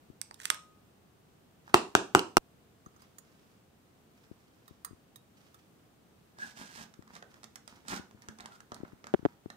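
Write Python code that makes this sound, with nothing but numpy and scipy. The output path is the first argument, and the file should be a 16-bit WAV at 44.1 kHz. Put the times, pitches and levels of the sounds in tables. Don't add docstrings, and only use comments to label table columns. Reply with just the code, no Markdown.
import sys
import numpy as np
from scipy import signal
from scipy.fft import rfft, irfft
from scipy.io import wavfile
from scipy.ndimage import uniform_filter1d

SR = 44100
rng = np.random.default_rng(int(sys.argv[2]) if len(sys.argv) > 2 else 0)


def transcribe(signal):
    frames = np.atleast_2d(signal).T
    limited = np.clip(frames, -1, 1)
    pcm = np.round(limited * 32767).astype(np.int16)
    wavfile.write(sys.argv[1], SR, pcm)


N = 421596
TIME = np.arange(N) / SR
RING = TIME[:SR // 2 + SR // 4]


def undb(db):
    return 10 ** (np.asarray(db) / 20)


def decay(t, t60_s):
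    return np.exp(-np.log(1000) * t / t60_s)


def at_hz(points, hz):
    point_hz, value = np.transpose(points)
    return np.interp(np.log(np.maximum(hz, 1)), np.log(point_hz), value)


def colour(x, points, tilt_db_per_oct=0, size=2048):
    hz = np.arange(size // 2 + 1) * SR / size
    db = at_hz(points, hz) + tilt_db_per_oct * np.log2(np.maximum(hz, 500) / 4000)
    cepstrum = irfft(np.log(undb(db)))
    cepstrum[1:size // 2] *= 2
    cepstrum[size // 2 + 1:] = 0
    impulse = irfft(np.exp(rfft(cepstrum)))
    return signal.oaconvolve(x, impulse)[:len(x)]


def unit(x):
    return x / np.std(x)


def peak(x):
    return x / np.abs(x).max()


def add(track, start_s, x):
    i = int(start_s * SR)
    track[..., i:i + x.shape[-1]] += x[..., :N - i]


def ring(modes):
    out = np.zeros(len(RING))
    for k, (hz, level_db, t60_s) in enumerate(modes):
        t = RING[RING < 2 * t60_s]
        gain = (-1) ** k * undb(level_db)
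        out[:len(t)] += gain * decay(t, t60_s) * np.sin(2 * np.pi * hz * t)
    return out


def contact(t60_s, tone, tilt_db_per_oct=0, size=4096):
    burst = rng.standard_normal(size) * decay(RING[:size], max(t60_s, 1e-3))
    burst = peak(colour(burst, tone, tilt_db_per_oct))
    return np.pad(burst, (0, len(RING) - size))


def walk(rate_hz):
    k = max(int(SR / rate_hz), 1)
    steps = np.repeat(rng.standard_normal(N // k + 1), k)
    return unit(uniform_filter1d(steps, k)[:N])


def swell(start_s, length_s, attack_s, sag_db_per_s, release_s, margin_s=.3):
    gain = np.zeros(N)
    first = max(int((start_s - margin_s) * SR), 0)
    span = slice(first, int((start_s + length_s + margin_s) * SR))
    age_s = TIME[span] - start_s
    rise = np.minimum(age_s, 0) / max(attack_s, 1e-3)
    fall = np.maximum(age_s - length_s, 0) / max(release_s, 1e-3)
    gain[span] = np.exp(rise - fall) * undb(-sag_db_per_s * np.clip(age_s, 0, length_s))
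    return gain


def pair(length, apart_hz=900):
    mid, side = rng.standard_normal((2, length))
    side = colour(side, [(apart_hz / 6, -12), (apart_hz, -3), (2 * apart_hz, 0)])
    return np.array([mid + side, mid - side])


# hz, t60_s
REVERB_T60 = [(150, 0.3), (400, 0.35), (1500, 0.28), (6000, 0.31), (14000, 0.089)]
# hz, level_db
REVERB_TONE = [(60, -8.5), (180, 0.5), (380, 1), (800, -3.5), (1500, -6.5), (3000, -5.5), (7000, -3.5),
               (15000, -4)]


def room(build_s=0.00063):
    noise = rfft(pair(len(RING)))
    hz = np.linspace(0, SR / 2, noise.shape[1])
    centres_hz, t60s_s = np.transpose(REVERB_T60)
    tail = 0
    for share, t60_s in zip(np.eye(len(centres_hz)), t60s_s):
        band = irfft(noise * at_hz(np.c_[centres_hz, share], hz), len(RING))
        tail = tail + band * decay(RING, t60_s)
    tail = tail * np.minimum(RING / build_s, 1) ** 2
    return [colour(side / np.linalg.norm(side), REVERB_TONE) for side in tail]


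# hz, difference_db
PORT_SHADE = [(150, 0.5), (700, -3.5), (1600, -0.5), (3300, -12), (6500, -18), (9000, -17.5), (13000, -6.5)]


def place(x, lag_ms, shade, room_db, lean_db=1.1):
    t = TIME[:len(x)]
    late = np.interp(t - lag_ms / 1000, t, x)
    left = colour(late, [(hz, shade * db / 2) for hz, db in PORT_SHADE])
    right = colour(x, [(hz, -shade * db / 2) for hz, db in PORT_SHADE])
    wet = np.array([signal.oaconvolve(x, side)[:len(x)] for side in room()])
    wet_gain = undb(room_db + np.array([[-lean_db], [lean_db]]))
    return np.array([left, right]) + wet_gain * wet


def clicks(events, tone, modes, contact_t60_s, spot_db, spot_t60_s, vary_db=0):
    track = np.zeros(N)
    for start_s, level_db, tilt_db_per_oct, pitch_hz in events:
        body = ring([(hz, db + vary_db * rng.standard_normal(), t60_s) for hz, db, t60_s in modes])
        touch = contact(contact_t60_s, tone, tilt_db_per_oct)
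        spot = ring([(pitch_hz, spot_db, spot_t60_s)])
        add(track, start_s, undb(level_db) * (touch + spot + body))
    return track


def friction(tone, grain_db, patchy_db, rate_hz=3000):
    slips = np.zeros(N)
    caught = rng.random(N) < rate_hz / SR
    size_db = grain_db * np.minimum(rng.exponential(size=N)[caught], 4)
    size_db = size_db + patchy_db * walk(90)[caught]
    slips[caught] = rng.standard_normal(N)[caught] * undb(size_db)
    return unit(colour(slips, tone))


# hz, level_db
AIR_TONE = [(15, -49.5), (25, -20.5), (91, -3), (204, -2.5), (246, -5), (445, -9.5), (598, -15),
            (684, -13.5), (970, -19), (1050, -19), (1140, -18.5), (2060, -25), (3000, -25.5), (5140, -30.5),
            (15500, -33)]
AIR_DB = -64.3


def air():
    noise = np.array([colour(side, AIR_TONE) for side in pair(N, apart_hz=500)])
    return undb(AIR_DB + .4 * walk(5.6)) * noise / np.std(noise.mean(axis=0))


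# start_s, level_db
HOLDER_BUMPS = [(.100, -35.5), (2.866, -38.5), (4.313, -32), (4.709, -40), (4.909, -37.5), (4.930, -38.5),
                (6.991, -35), (7.935, -32.5), (7.995, -32), (8.146, -43), (8.288, -36), (8.720, -37.5),
                (8.803, -36), (8.833, -25), (8.931, -37.5), (9.1392, -8.5), (9.1443, -11), (9.193, -34.5),
                (9.228, -33.5), (9.252, -10), (9.259, -12), (9.459, -27)]
# hz, level_db, t60_s
HOLDER_LEFT_MODES = [(90, -26, 0.0074), (200, -9, 0.016), (344, 7, .017)]
# hz, level_db, t60_s
HOLDER_RIGHT_MODES = [(450, -3, 0.0028), (737, 2.5, 0.0075), (1420, 0.5, 0.0039), (3340, 2, 0.0025)]
# hz, level_db
CATCH_SPECTRUM = [(200, -11), (700, -2.5), (1600, 7), (2500, -8.5), (4000, -7), (6300, -9), (9000, -14.5),
                  (12000, -19.5), (15000, -26.5)]
PUSH_MS, PUSH_AT_DB, PUSH_HALVING_DB = 1.18, -9, 10.5


def holder(low_hz=80, tick_db=-8, tick_tilt_db_per_oct=-5):
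    track = np.zeros((2, N))
    spring = signal.butter(3, low_hz, "high", fs=SR, output="sos")
    for start_s, level_db in HOLDER_BUMPS:
        push_ms = PUSH_MS * 2 ** ((PUSH_AT_DB - level_db) / PUSH_HALVING_DB)
        age = RING * 1000 / push_ms
        push = signal.sosfilt(spring, age * np.exp(-6 * age))
        left = peak(signal.fftconvolve(push, ring(HOLDER_LEFT_MODES))[:len(RING)])
        right = peak(signal.fftconvolve(push, ring(HOLDER_RIGHT_MODES))[:len(RING)])
        right = right + undb(tick_db) * contact(0.0024, CATCH_SPECTRUM, tick_tilt_db_per_oct)
        right = undb(1.0 - 3.3 * push_ms) * right
        add(track, start_s, undb(level_db) * np.array([left, right]))
    return track


# start_s, level_db, tilt_db_per_oct, pitch_hz (touched spot)
LIGHTER_CLICKS = [(0.215, -21, 1, 8020), (0.311, -35, -7.5, 4600), (0.343, -38, 2, 3690),
                  (0.401, -35, -2, 8370), (0.4545, -16.5, -0.5, 2690), (0.502, -6.5, -1.5, 3290),
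                  (0.545, -30, 1.5, 1500)]
# hz, level_db
LIGHTER_SPECTRUM = [(100, -19), (500, -21), (900, -0.5), (1700, 1.5), (3100, -2.5), (5000, -6),
                    (8300, -5.5), (11000, -7.5), (15000, -16)]
# hz, level_db, t60_s
SHELL_MODES = [(1493, -21, .01), (3184, -18, .006), (4700, -25.5, .007), (8650, -15, 0.014)]
# hz, level_db, t60_s
TUBE_MODES = [(1250, -44, .66), (1422, -54, 0.27), (4580, -43, .13), (6383, -56, 0.26), (8226, -55.5, 0.23)]
TRIGGER_S, TRIGGER_LENGTH_S, TRIGGER_DB = .428, .04, -50


def lighter():
    snaps = clicks(LIGHTER_CLICKS, LIGHTER_SPECTRUM, SHELL_MODES,
                   contact_t60_s=.007, spot_db=-10, spot_t60_s=0.012)
    travel = swell(TRIGGER_S, TRIGGER_LENGTH_S, attack_s=.02, sag_db_per_s=41.5, release_s=.025)
    slide = undb(TRIGGER_DB) * travel * friction(LIGHTER_SPECTRUM, grain_db=-1.0, patchy_db=5.0)
    track = place(snaps + slide, lag_ms=.5, shade=.7, room_db=-7.5, lean_db=1.3)
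    hardest_s = max(LIGHTER_CLICKS, key=lambda row: row[1])[0]
    add(track, hardest_s, ring(TUBE_MODES) * undb(np.array([[0], [-4.5]])))
    return track


# start_s, level_db, tilt_db_per_oct
CATCH_EVENTS = [(1.6783, -38, -6), (6.3863, -40, -1.5), (6.9394, -47, 0.5), (7.0236, -45.5, -2),
                (7.077, -48.5, -0.5), (7.1526, -41.5, 0.5), (7.1646, -39, -2.5), (7.2249, -38, -6.5),
                (7.3417, -47, 0), (7.4321, -40.5, -0.5), (7.4415, -36, 2), (7.5574, -34, 2.5),
                (7.677, -38, 0.5), (7.883, -28.5, 0.5), (8.1108, -46.5, -2), (8.2209, -46, 4.5),
                (8.2857, -33.5, 0), (8.387, -42, -1), (8.4055, -38.5, 0), (8.4582, -32.5, -0.5),
                (8.6044, -42, 1.5), (8.7191, -31, -5), (8.744, -39.5, 5), (8.849, -42, -9),
                (8.8794, -46.5, -6.5), (9.042, -38, -4), (9.0692, -35.5, -0.5), (9.5012, -35, -2)]
# hz, level_db, t60_s
SHEATH_MODES = [(215.8, -20.5, 0.17), (850, -16, .01), (1351, -23.5, .006)]
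CATCH_HZ, CATCH_SPREAD_OCT = 1450, .2


def catches():
    events = []
    for row in CATCH_EVENTS:
        pitch_hz = CATCH_HZ * 2 ** (CATCH_SPREAD_OCT * rng.standard_normal())
        events.append((*row, pitch_hz))
    return clicks(events, CATCH_SPECTRUM, SHEATH_MODES,
                  contact_t60_s=0.017, spot_db=-14.0, spot_t60_s=0.016, vary_db=4.5)


# start_s, length_s, level_db, body_db (relative)
GRIP_SHIFTS = [(1.679, 0.074, -63.5, 4.5), (3.002, 0.021, -65.5, -12), (3.251, 0.3, -74, -10),
               (4.148, 0.49, -76.5, -3.5), (4.67, 0.059, -73, -13), (5.38, 0.24, -71.5, -23),
               (7.075, .03, -70.5, 4), (7.306, 0.05, -67, 5.5), (7.686, 0.096, -65, 2),
               (8.167, 0.14, -73, 7.5), (8.72, 0.21, -75, 10.5), (9.042, .27, -72.5, 8)]
# hz, level_db
RUB_SPECTRUM = [(400, -18), (1100, -2.5), (1600, -1.5), (2300, -3), (3500, -6), (5500, -7), (8500, -13.5),
                (11000, -15.5), (15000, -19)]
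# hz, level_db
BODY_SPECTRUM = [(60, -9.5), (130, -4.5), (215, 3.5), (450, -12.5), (900, -2.5), (1300, -6.5), (1700, -5),
                 (2300, -15), (5000, -41.5)]
GRIP_ATTACK_S, GRIP_SAG_DB_PER_S, GRIP_RELEASE_S = 0.014, 3.5, 0.035


def fingers():
    hiss = friction(RUB_SPECTRUM, grain_db=3.0, patchy_db=4.5, rate_hz=4800)
    body = friction(BODY_SPECTRUM, grain_db=4.5, patchy_db=1.0, rate_hz=270)
    track = 0
    for start_s, length_s, level_db, body_db in GRIP_SHIFTS:
        grip = swell(start_s, length_s, GRIP_ATTACK_S, GRIP_SAG_DB_PER_S, GRIP_RELEASE_S)
        track = track + undb(level_db) * grip * (hiss + undb(body_db) * body)
    return place(track, lag_ms=0.19, shade=0.31, room_db=-1.0, lean_db=3.14)


# start_s, level_db, crack_db (relative)
MALLET_BLOWS = [(1.7427, 1.5, -1), (1.9516, 1.5, -3), (2.1498, 3, -5.5), (2.158, -14, -10.5),
                (2.3695, 0, -0.5)]
# hz,
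# level_db, t60_s
BLOW_MODES = [(54.74, -28, 0.025), (117, -26.5, 0.049), (364, -12.5, 0.025), (637, -17, 0.0074),
              (864, 2.5, 0.0046), (1384, 0.5, .006), (2800, -20, 0.013), (7000, -22, .006)]
# hz, level_db
CRACK_SPECTRUM = [(300, -5.5), (1500, -3), (2000, -0.5), (2800, 0.5), (4600, -8), (7000, -7.5),
                  (10000, -10), (15000, -21.5)]
# hz, level_db, t60_s
HEAD_MODES = [(2850, -3.5, .012), (5250, -11, .008)]
KNOCK_S, KNOCK_DB = 2.1932, -17
MALLET_END_S = 2.382


def mallet(scatter=0.044, slap_db=4, crush_db=-7):
    track = np.zeros((2, N))
    slap = undb(slap_db) * peak(colour(signal.unit_impulse(len(RING)), CRACK_SPECTRUM))
    for start_s, level_db, crack_db in MALLET_BLOWS:
        modes = [(hz * (1 + scatter * rng.standard_normal()), db, t60_s) for hz, db, t60_s in BLOW_MODES]
        thud = peak(ring(modes))
        thud = np.interp(RING - .0005, RING, thud)
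        crack = undb(crush_db) * contact(0.0078, CRACK_SPECTRUM) - slap
        blow = undb(level_db) * (thud + undb(crack_db) * crack)
        add(track, start_s, place(blow, lag_ms=0.15, shade=0.5, room_db=-7.5, lean_db=1.0))
    knock = undb(KNOCK_DB) * (ring(HEAD_MODES) + contact(.008, CRACK_SPECTRUM))
    add(track, KNOCK_S, place(knock, lag_ms=.17, shade=0.41, room_db=-8.5))
    return track * (TIME < MALLET_END_S)


# start_s, level_db, tilt_db_per_oct, pitch_hz (touched spot)
KNIFE_CLICKS = [(2.8611, -42.5, -3.5, 6480), (2.9629, -51.5, -1, 6430), (3.0199, -48, 0.5, 4990),
                (3.184, -37, 6, 6830), (4.6792, -44.5, 2.5, 3773), (4.8475, -26, 4, 8850),
                (5.1587, -37, 7, 3800), (5.5438, -45.5, 1.5, 3550)]
# hz, level_db
KNIFE_SPECTRUM = [(200, -11), (700, 4.5), (1300, 19), (2500, -10.5), (4500, -5), (7000, -10.5), (9000, -5),
                  (12000, -7), (15000, -7)]
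# hz, level_db, t60_s
STEEL_MODES = [(1210, -17.5, 0.025), (1840, -17, .03), (3800, -43, .035), (6483, -25.5, 0.04),
               (8800, -40, 0.044), (13200, -22, 0.028)]


def knife():
    ticks = clicks(KNIFE_CLICKS, KNIFE_SPECTRUM, STEEL_MODES,
                   contact_t60_s=0.038, spot_db=-14.5, spot_t60_s=0.038)
    return place(ticks, lag_ms=0.27, shade=1.05, room_db=-5.5, lean_db=2.5)


# start_s, length_s, level_db, body_db (relative), pocket_db (relative)
SHEATH_STROKES = [(6.402, 0.037, -56.5, 4.5, 12.5), (6.457, 0.057, -58, -4.5, -14),
                  (6.574, 0.056, -54.5, 1, 6), (6.654, 0.074, -59, -2.5, 3), (6.752, 0.083, -53, -2, -2),
                  (7.139, 0.037, -63, 8, -4), (7.893, 0.076, -46, 4.5, -0.5), (8.404, 0.011, -65, 19.5, -5),
                  (8.46, 0.013, -70.5, 16.5, 7), (8.523, 0.037, -66, 5.5, 12)]
# hz, level_db
POCKET_SPECTRUM = [(1200, -39), (1540, -1.5), (1690, 2.5), (1830, -23), (2300, -57)]
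STROKE_ATTACK_S, STROKE_SAG_DB_PER_S, STROKE_RELEASE_S = .011, 15, 0.015
POCKET_FALL_OCT_PER_S = 0.11


def sheath():
    hiss = friction(RUB_SPECTRUM, grain_db=-1.5, patchy_db=-0.5, rate_hz=6000)
    body = friction(BODY_SPECTRUM, grain_db=-0.5, patchy_db=5.5, rate_hz=630)
    pocket = friction(POCKET_SPECTRUM, grain_db=1.0, patchy_db=4.5, rate_hz=1400)
    speed = 2 ** (-POCKET_FALL_OCT_PER_S * np.maximum(TIME - SHEATH_STROKES[0][0], 0))
    pocket = np.interp(np.cumsum(speed) / SR, TIME, pocket)
    track = catches()
    for start_s, length_s, level_db, body_db, pocket_db in SHEATH_STROKES:
        push = swell(start_s, length_s, STROKE_ATTACK_S, STROKE_SAG_DB_PER_S, STROKE_RELEASE_S)
        rub = hiss + undb(body_db) * body + undb(pocket_db) * pocket
        track = track + undb(level_db) * push * rub
    return place(track, lag_ms=0.24, shade=1.007, room_db=-1.5, lean_db=1.5)


def scene():
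    return air() + holder() + lighter() + fingers() + mallet() + knife() + sheath()


def record(dry, ceiling=.82, dip_hz=11100, dip_db=-6, low_hz=30, top_hz=15550):
    held = dry / (1 + (dry / ceiling) ** 4) ** (1 / 4)
    held = signal.sosfilt(signal.butter(2, low_hz, "high", fs=SR, output="sos"), held)
    dip = [(.88 * dip_hz, 0), (dip_hz, dip_db), (1.1 * dip_hz, 0)]
    voiced = [colour(side, dip) for side in held]
    return signal.sosfilt(signal.ellip(8, .2, 70, top_hz, fs=SR, output="sos"), voiced)


dry = scene()
out = record(dry)
transcribe(out)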